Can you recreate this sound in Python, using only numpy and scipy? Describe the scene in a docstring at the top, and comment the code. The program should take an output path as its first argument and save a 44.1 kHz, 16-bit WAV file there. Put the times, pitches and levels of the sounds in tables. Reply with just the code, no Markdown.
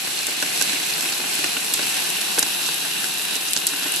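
"""Heavy rain at an upstairs window

Stereo microphone just behind the glass, tilting up midway, which shifts the colour of the steady rain.
Countless drops down on the street merge into a hiss, coloured by the glass and its recess.
Close by, fine spray patters, fat drops knock on the pane and others burst on the sill with a sharp tick.
The frame pings and ticks, tiny drips plink in the hiss, and the small room answers briefly."""
import sys
import numpy as np
from scipy import signal
from scipy.fft import rfft, irfft
from scipy.io import wavfile
from scipy.ndimage import uniform_filter1d

SR = 44100
rng = np.random.default_rng(int(sys.argv[2]) if len(sys.argv) > 2 else 0)


def generate_wav(sig):
    """Save sig (samples, or channels by samples) to the path in sys.argv[1] as 16-bit PCM at SR."""
    pcm = np.round(np.clip(np.atleast_2d(sig).T, -1, 1) * 32767).astype(np.int16)
    wavfile.write(sys.argv[1], SR, pcm)


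N = 176400

# Rain spectrum behind the glass: f/Hz, left level/dB, right level/dB (all table levels are relative)
RAIN_SPECTRUM = [(40, -57, -54), (70, -32, -37), (100, -20, -33), (142.5, -9, -13.5), (193, -6.5, -7.5),
                 (283, -7, -10.5), (350, -5.5, -4.5), (440, -4, -13), (593, -7, -8), (768, 0, -4),
                 (960, -6, -8), (1300, -9, -13.5), (1560, -4, -5.5), (2000, -5, -7.5), (2420, -3.5, -3.5),
                 (2540, -2.5, -3), (2970, -1.5, -2.5), (3170, -3, -4), (3820, -3.5, -1.5), (4150, -4.5, -2),
                 (5000, -7.5, -5.0), (5830, -8.5, -3.5), (6760, -10.5, -7.5), (7870, -10, -0.5),
                 (8570, -20.5, -5), (8920, -7, -11), (9950, -4, -11.5), (10770, -1.5, -8), (11630, -4, -16),
                 (12770, -8.5, -17), (13600, -12, -27.5)]
# Strength of the downpour: t/s, level/dB
RAIN_STRENGTH = [(0, 0.15), (.5, 0.77), (1.1, 1.4), (1.6, 0.5), (2.2, 1.4), (2.9, 0), (3.4, 0), (4, 0.2)]
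# Share of the rain that reaches both channels alike: f/Hz, share/0-1
COHERENCE = [(60, 0.5), (130, 0.95), (260, 0.97), (430, 0.71), (750, 0.59), (1000, 0.63), (2200, 0),
             (2600, 1), (3000, 0), (4100, 0.31), (6000, 0.3)]
# How far the left channel leads in that share: f/Hz, phase/rad
LEFT_LEAD = [(130, 0.5), (260, -1.6), (450, 2.5), (700, 3), (950, 4.5), (1200, 6), (2100, 7.5), (2600, 13),
             (4200, 12.5)]
# Change of colour as the microphone tilts up: f/Hz, level/dB
TILT_COLOUR = [(150, -1.5), (350, -1), (600, -3), (1000, -0.5), (1600, 0.5), (2250, -3.5), (2700, 1),
               (3500, -0.5), (4400, -0.5), (7500, -1.5), (10500, 1), (13500, 1.5)]
# Window resonances: f before the tilt/Hz, f after it/Hz, width/Hz, lift/dB
WINDOW_RESONANCES = [(2583, 2670, 123, 5), (2840, 2850, 110, 4), (3600, 3560, 160, 0.5),
                     (4210, 3850, 210, 4)]
# Drops bursting on the sill: t/s, slap level/dB, burst level/dB, left minus right/dB, burst t60/s
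SILL_DROPS = [(0.268, -10, 0.5, 2, .008), (0.4252, -7, -11, -9, 0.0063), (0.5753, -11, -9, 0, .015),
              (0.6122, -1.5, -4, -7, 0.011), (0.6232, -3, -3, -6, 0.017), (.902, -11, -15, -5, .015),
              (1.008, -9, -6, 1, .015), (1.124, -8, -24, -6, .015), (1.3526, -23, -5.5, 0, 0.02),
              (1.4424, -6, -7, -3, .012), (1.568, -14, -24, -5, .015), (1.738, -9, 4, -2, 0.008),
              (1.7408, -3.5, -9, -2, 0.016), (2.102, -15, -6, 5, 0.017), (2.213, -7, -9, -2, .015),
              (2.386, -5, -6, -8, 0.027), (2.3923, -4, 10, 4, .011), (2.4272, 0, -6, -6, .015),
              (2.662, -9, -13, 0, .015), (2.743, -30, -7.5, 8, .015), (3.042, -9, -17, -2, .015),
              (3.3542, -7.5, -12, -6, .015), (3.365, -14, -4.5, 2, .012), (3.485, -10.5, -20, -2, .012),
              (3.5085, -30, -7, 4, .015), (3.533, -4.5, -1, 2, 0.019), (3.564, -3, -22, -7, .015),
              (3.5732, -3.5, -10, -1, .008), (3.6684, -4, 5.5, -2, 0.011), (3.674, -5, -2, 1, .007),
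              (3.9203, -24, -4, 7, 0.013), (3.961, -23, -3.5, 3, .015)]
# Fat drops on the pane: t/s, thud level/dB, ring level/dB, f favoured by the landing spot/Hz
PANE_DROPS = [(0.282, -5, -8.5, 383), (.425, -5, 0, 270), (.613, -7, -1.5, 333), (.729, -7.5, -9.5, 302),
              (1.124, -19, -7.5, 300), (1.199, -6.5, -7, 340), (1.24, -7, -12, 302),
              (1.389, -6.5, -11.5, 278), (1.4419, -3.5, 0, 278), (1.567, -6, -5, 282),
              (1.792, -3.5, -4.5, 342), (2.379, -0.5, -2, 450), (2.388, -8.5, -4, 430),
              (2.4268, -11, -2, 280), (2.688, -11, -9, 456), (2.849, -10, -8, 240), (3.041, -18, -6.5, 283),
              (3.358, -7.5, -20, 395), (3.5638, -5, -7, 235), (3.735, -11, -6, 280), (3.771, -19, -14, 280),
              (3.857, -7, -7, 275)]
# Modes of the pane: f/Hz, level/dB, t60/s
PANE_MODES = [(169.6, -14, 0.17), (234, -10, 0.081), (284.5, -0.5, 0.084), (350, -5.5, 0.068),
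              (452, 1, 0.05), (606, -3, 0.089), (830, 0.5, 0.029), (1063, -6, 0.035), (1388, -3, 0.042),
              (1542, 4.5, 0.046), (1682, 2, 0.028), (1820, -.5, 0.029), (2620, 3.5, 0.038)]
# Drops that ping on the frame: t/s, f/Hz, level/dB
FRAME_DROPS = [(0.189, 4230, -2.5), (0.695, 4030, -1), (.937, 4630, -3), (1.087, 2680, 1),
               (1.135, 4300, -3), (1.203, 4300, -8), (1.4425, 2560, 2), (1.568, 2680, 4.5),
               (2.168, 2770, -2), (2.689, 3500, 0), (3.111, 3900, -4), (3.921, 2750, -6)]

RAIN_DB, SWELL_DB, FLICKER_DB = -24.5, 0.82, 0.84
TILT_FROM_S, TILT_TO_S = 1.4, 2.8
RECESS_ECHOES, RECESS_S, RECESS_DB = 8, 0.014, -16
SPRAY_PER_S, SPRAY_SCATTER_DB, SPRAY_DB, SPRAY_T60_S = 700, 5, -6, 0.0098
SLAP_DB, SLAP_LOW_HZ, SLAP_HIGH_HZ, SLAP_T60_S = -11.5, 3100, 8400, 0.024
BURST_DB, BURST_LOW_HZ, BURST_HIGH_HZ = -11.5, 7350, 12370
THUD_DB, THUD_TOP_HZ, RING_DB, KNOCK_PAN_DB = -27, 700, -24, 3.5
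MODE_SPREAD, MODE_SCATTER_DB, FAVOUR_DB, FAVOUR_OCTAVES = 0.018, 1.2, 8, 0.27
CONTACT_DB, CONTACT_LOW_HZ, CONTACT_HIGH_HZ, CONTACT_T60_S = -23.5, 430, 2320, 0.028
PATTER_PER_S, PATTER_THUD_DB, PATTER_RING_DB, PATTER_SCATTER_DB = 32, -19, -18.5, 3
PING_DB, PING_T60_S, PING_SPLASH_DB = -18.5, 0.022, -1.5
TICKS_PER_S, TICK_DB, TICK_SCATTER_DB, TICK_HZ, TICK_OCTAVES, TICK_T60_S = 48, -25, 1, 6540, 0.84, 0.015
DRIPS_PER_S, DRIP_DB, DRIP_SCATTER_DB, DRIP_T60_S = 60, -30, 2, 0.036
DRIP_HZ, DRIP_SPREAD = [2657, 2806, 3650, 4140], 0.039
IMPACT_DB, IMPACT_T60_S, ROOM_DB, ROOM_T60_S = -14, 0.0017, -23, 0.14
HIT_SAMPLES, CLIP_LEVEL, TOP_HZ = 11025, 0.72, 13950


def downpour():
    """Far street hiss and near spray, heard through the window as the microphone tilts up."""
    t, hz = np.arange(N) / SR, np.arange(N // 2 + 1) * SR / N
    left, independent = rfft(rng.standard_normal((2, N)) + undb(SPRAY_DB) * spray())
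    alike = np.clip(curve_at(COHERENCE, hz)[0], 0, .99)
    shared = alike * left * np.exp(-1j * curve_at(LEFT_LEAD, hz)[0])
    right = shared + np.sqrt(1 - alike ** 2) * independent
    spectrum = np.array([left, right]) * undb(curve_at(RAIN_SPECTRUM, hz)) * recess(hz)
    tilt = np.clip((t - TILT_FROM_S) / (TILT_TO_S - TILT_FROM_S), 0, 1)
    half_change = undb(curve_at(TILT_COLOUR, hz) / 2)
    gain_before, gain_after = window_resonance(hz)
    before = irfft(spectrum * gain_before / half_change, N)
    after = irfft(spectrum * gain_after * half_change, N)
    hiss = flicker((1 - tilt) * before + tilt * after, hz)
    strength_db = np.interp(t, *np.array(RAIN_STRENGTH).T)
    return unit(hiss) * undb(RAIN_DB + strength_db + SWELL_DB * wander(rate_hz=5.22))


def flicker(hiss, hz):
    """Each octave of the hiss wavers a little in level, on its own."""
    spectrum, octave = rfft(hiss), np.log2(np.clip(hz, 2 ** 6, 2 ** 14))
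    bands = (irfft(spectrum * np.maximum(1 - abs(octave - k), 0), N) for k in range(6, 15))
    return sum(band * undb(FLICKER_DB * wander(rate_hz=18)) for band in bands)


def window_resonance(hz):
    """The window lifts narrow bands of the rain: gains before and after the microphone tilts."""
    return undb(sum(db / (1 + (2 * (hz - np.array([[before], [after]])) / width) ** 2)
                    for before, after, width, db in WINDOW_RESONANCES))


def recess(hz):
    """Early reflections in the window recess ripple each channel's response, most in the treble."""
    lags = RECESS_S * rng.uniform(0.1007, 1, (RECESS_ECHOES, 2, 1))
    echoes = np.exp(-2j * np.pi * hz * lags).sum(axis=0)
    gain = undb(RECESS_DB) * np.minimum(hz / 4000, 1)
    return (1 + gain * echoes) / np.sqrt(1 + RECESS_ECHOES * gain ** 2)


def spray():
    """Dense tiny drops of uneven size close by, each a few milliseconds of noise."""
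    chance, size = rng.random(N), rng.standard_normal(N)
    drops = (chance < SPRAY_PER_S / SR) * undb(SPRAY_SCATTER_DB * np.minimum(size, 2.5))
    power = signal.fftconvolve(drops ** 2, fade(SPRAY_T60_S) ** 2)[:N]
    return unit(np.sqrt(np.abs(power)) * rng.standard_normal((2, N)))


def sill_splats():
    """Just outside, each drop slaps the sill and bursts into bright spray."""
    out = np.zeros((2, N))
    for start, slap_db, burst_db, pan_db, t60 in SILL_DROPS:
        slap = undb(SLAP_DB + slap_db) * splash(SLAP_LOW_HZ, SLAP_HIGH_HZ, SLAP_T60_S)
        burst = undb(BURST_DB + burst_db) * splash(BURST_LOW_HZ, BURST_HIGH_HZ, t60)
        add(out, start, (slap + burst) * pan(pan_db))
    return out


def pane_knocks():
    """Fat drops over a light random patter, on the glass right by the microphone."""
    out = np.zeros((2, N))
    for start, thud_db, ring_db, favoured_hz in PANE_DROPS:
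        add(out, start, knock(thud_db, ring_db, favoured_hz))
    for _ in range(int(PATTER_PER_S * N / SR)):
        size_db = PATTER_SCATTER_DB * min(rng.standard_normal(), 2)
        start, favoured_hz = rng.random() * N / SR, rng.uniform(210, 425)
        add(out, start, knock(PATTER_THUD_DB + size_db, PATTER_RING_DB + size_db, favoured_hz))
    return out


def knock(thud_db, ring_db, favoured_hz):
    """One drop rings the pane; where it lands sets the share of each mode."""
    t = np.arange(HIT_SAMPLES) / SR
    out = undb(CONTACT_DB + ring_db) * splash(CONTACT_LOW_HZ, CONTACT_HIGH_HZ, CONTACT_T60_S)
    for mode_hz, mode_db, t60 in PANE_MODES:
        detune, share, lag = rng.standard_normal(3)
        strike_db = THUD_DB + thud_db if mode_hz < THUD_TOP_HZ else RING_DB + ring_db
        spot_db = FAVOUR_DB * np.exp(-(np.log2(mode_hz / favoured_hz) / FAVOUR_OCTAVES) ** 2)
        phase = np.array([[0], [lag * min(mode_hz / 600, 1)]])  # low modes reach both sides more alike
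        wave = np.sign(share) * np.sin(2 * np.pi * mode_hz * (1 + MODE_SPREAD * detune) * t + phase)
        envelope = fade(t60) * (1 - np.exp(-t * mode_hz))
        out += undb(mode_db + strike_db + spot_db + MODE_SCATTER_DB * share) * wave * envelope
    return out * pan(KNOCK_PAN_DB)


def frame_pings():
    """Single drops ring the frame briefly, with a small splash around the same pitch."""
    out, t = np.zeros((2, N)), np.arange(HIT_SAMPLES) / SR
    for start, hz, db in FRAME_DROPS:
        phase = rng.uniform(-1.1, 1, (2, 1))
        ring = np.sin(2 * np.pi * hz * t + phase) * fade(PING_T60_S) * (1 - np.exp(-t * hz))
        water = undb(PING_SPLASH_DB) * splash(hz / 1.1, hz * 1.16, SLAP_T60_S)
        add(out, start, (ring + water) * undb(PING_DB + db))
    return out


def frame_ticks():
    """Small drops tick on the frame at random, each with its own brightness and place."""
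    out = np.zeros((2, N))
    for when, colour, size, place in rng.uniform(-1, 1, (int(TICKS_PER_S * N / SR), 4)):
        hz = min(TICK_HZ * 2 ** (TICK_OCTAVES * colour), SR / 4)
        tick = splash(hz / np.sqrt(2), hz * np.sqrt(2), TICK_T60_S) * pan(4 * place)
        add(out, (when + 1) / 2 * N / SR, tick * undb(TICK_DB + TICK_SCATTER_DB * size))
    return out


def drips():
    """Tiny drips plink near a few pitches, half buried in the hiss."""
    out, t = np.zeros((2, N)), np.arange(HIT_SAMPLES) / SR
    for k, (when, detune, size, place) in enumerate(rng.uniform(-1, 1, (int(DRIPS_PER_S * N / SR), 4))):
        hz = DRIP_HZ[k % len(DRIP_HZ)] * (1 + DRIP_SPREAD * detune)
        plink = np.sin(2 * np.pi * hz * t + np.array([[0], [2 * place]])) * fade(DRIP_T60_S)
        add(out, (when + 1) / 2 * N / SR, plink * undb(DRIP_DB + DRIP_SCATTER_DB * size))
    return out


def splash(low_hz, high_hz, t60):
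    """A sharp impact and a short burst of splashing noise, with the room's faint tail."""
    band = signal.butter(3, [low_hz, high_hz], "band", fs=SR, output="sos")
    left, right, centre = signal.sosfilt(band, rng.standard_normal((3, HIT_SAMPLES)))
    envelope = undb(IMPACT_DB) * fade(IMPACT_T60_S) + fade(t60) + undb(ROOM_DB) * fade(ROOM_T60_S)
    return unit(np.array([left, right]) + 0.67 * centre) * envelope


def undb(db):
    """Decibels to gain."""
    return 10 ** (np.asarray(db) / 20)


def unit(x):
    """Scale to rms 1."""
    return x / np.sqrt(np.mean(x ** 2))


def curve_at(table, hz):
    """Read each column of a spectrum on a log-frequency axis."""
    table_hz, *columns = np.array(table).T
    return np.array([np.interp(np.log(hz + 1e-3), np.log(table_hz), column) for column in columns])


def pan(db):
    """Channel gains for a left-minus-right level."""
    return undb(np.array([[db], [-db]]) / 2)


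def fade(t60):
    """Exponential decay of one hit, 60 dB down after t60 seconds."""
    return np.exp(-np.log(1000) * np.arange(HIT_SAMPLES) / SR / t60)


def wander(rate_hz):
    """Smooth random drift with rms 1."""
    hold = int(SR / rate_hz)
    steps = np.repeat(rng.standard_normal(N // hold + 1), hold)
    return unit(uniform_filter1d(uniform_filter1d(steps, hold), hold)[:N])


def add(out, start_s, sound):
    """Mix one hit in at its start time."""
    i = int(start_s * SR)
    out[:, i:i + HIT_SAMPLES] += sound[:, :max(N - i, 0)]


def scene():
    """Close drops on sill, pane and frame over the downpour in the street."""
    return sill_splats() + downpour() + pane_knocks() + frame_pings() + frame_ticks() + drips()


def record(dry):
    """The microphone clips the sharpest ticks and cuts the top."""
    lowpass = signal.ellip(10, .1, 60, TOP_HZ, fs=SR, output="sos")
    return signal.sosfiltfilt(lowpass, np.clip(dry, -CLIP_LEVEL, CLIP_LEVEL))


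dry = scene()
out = record(dry)
generate_wav(out)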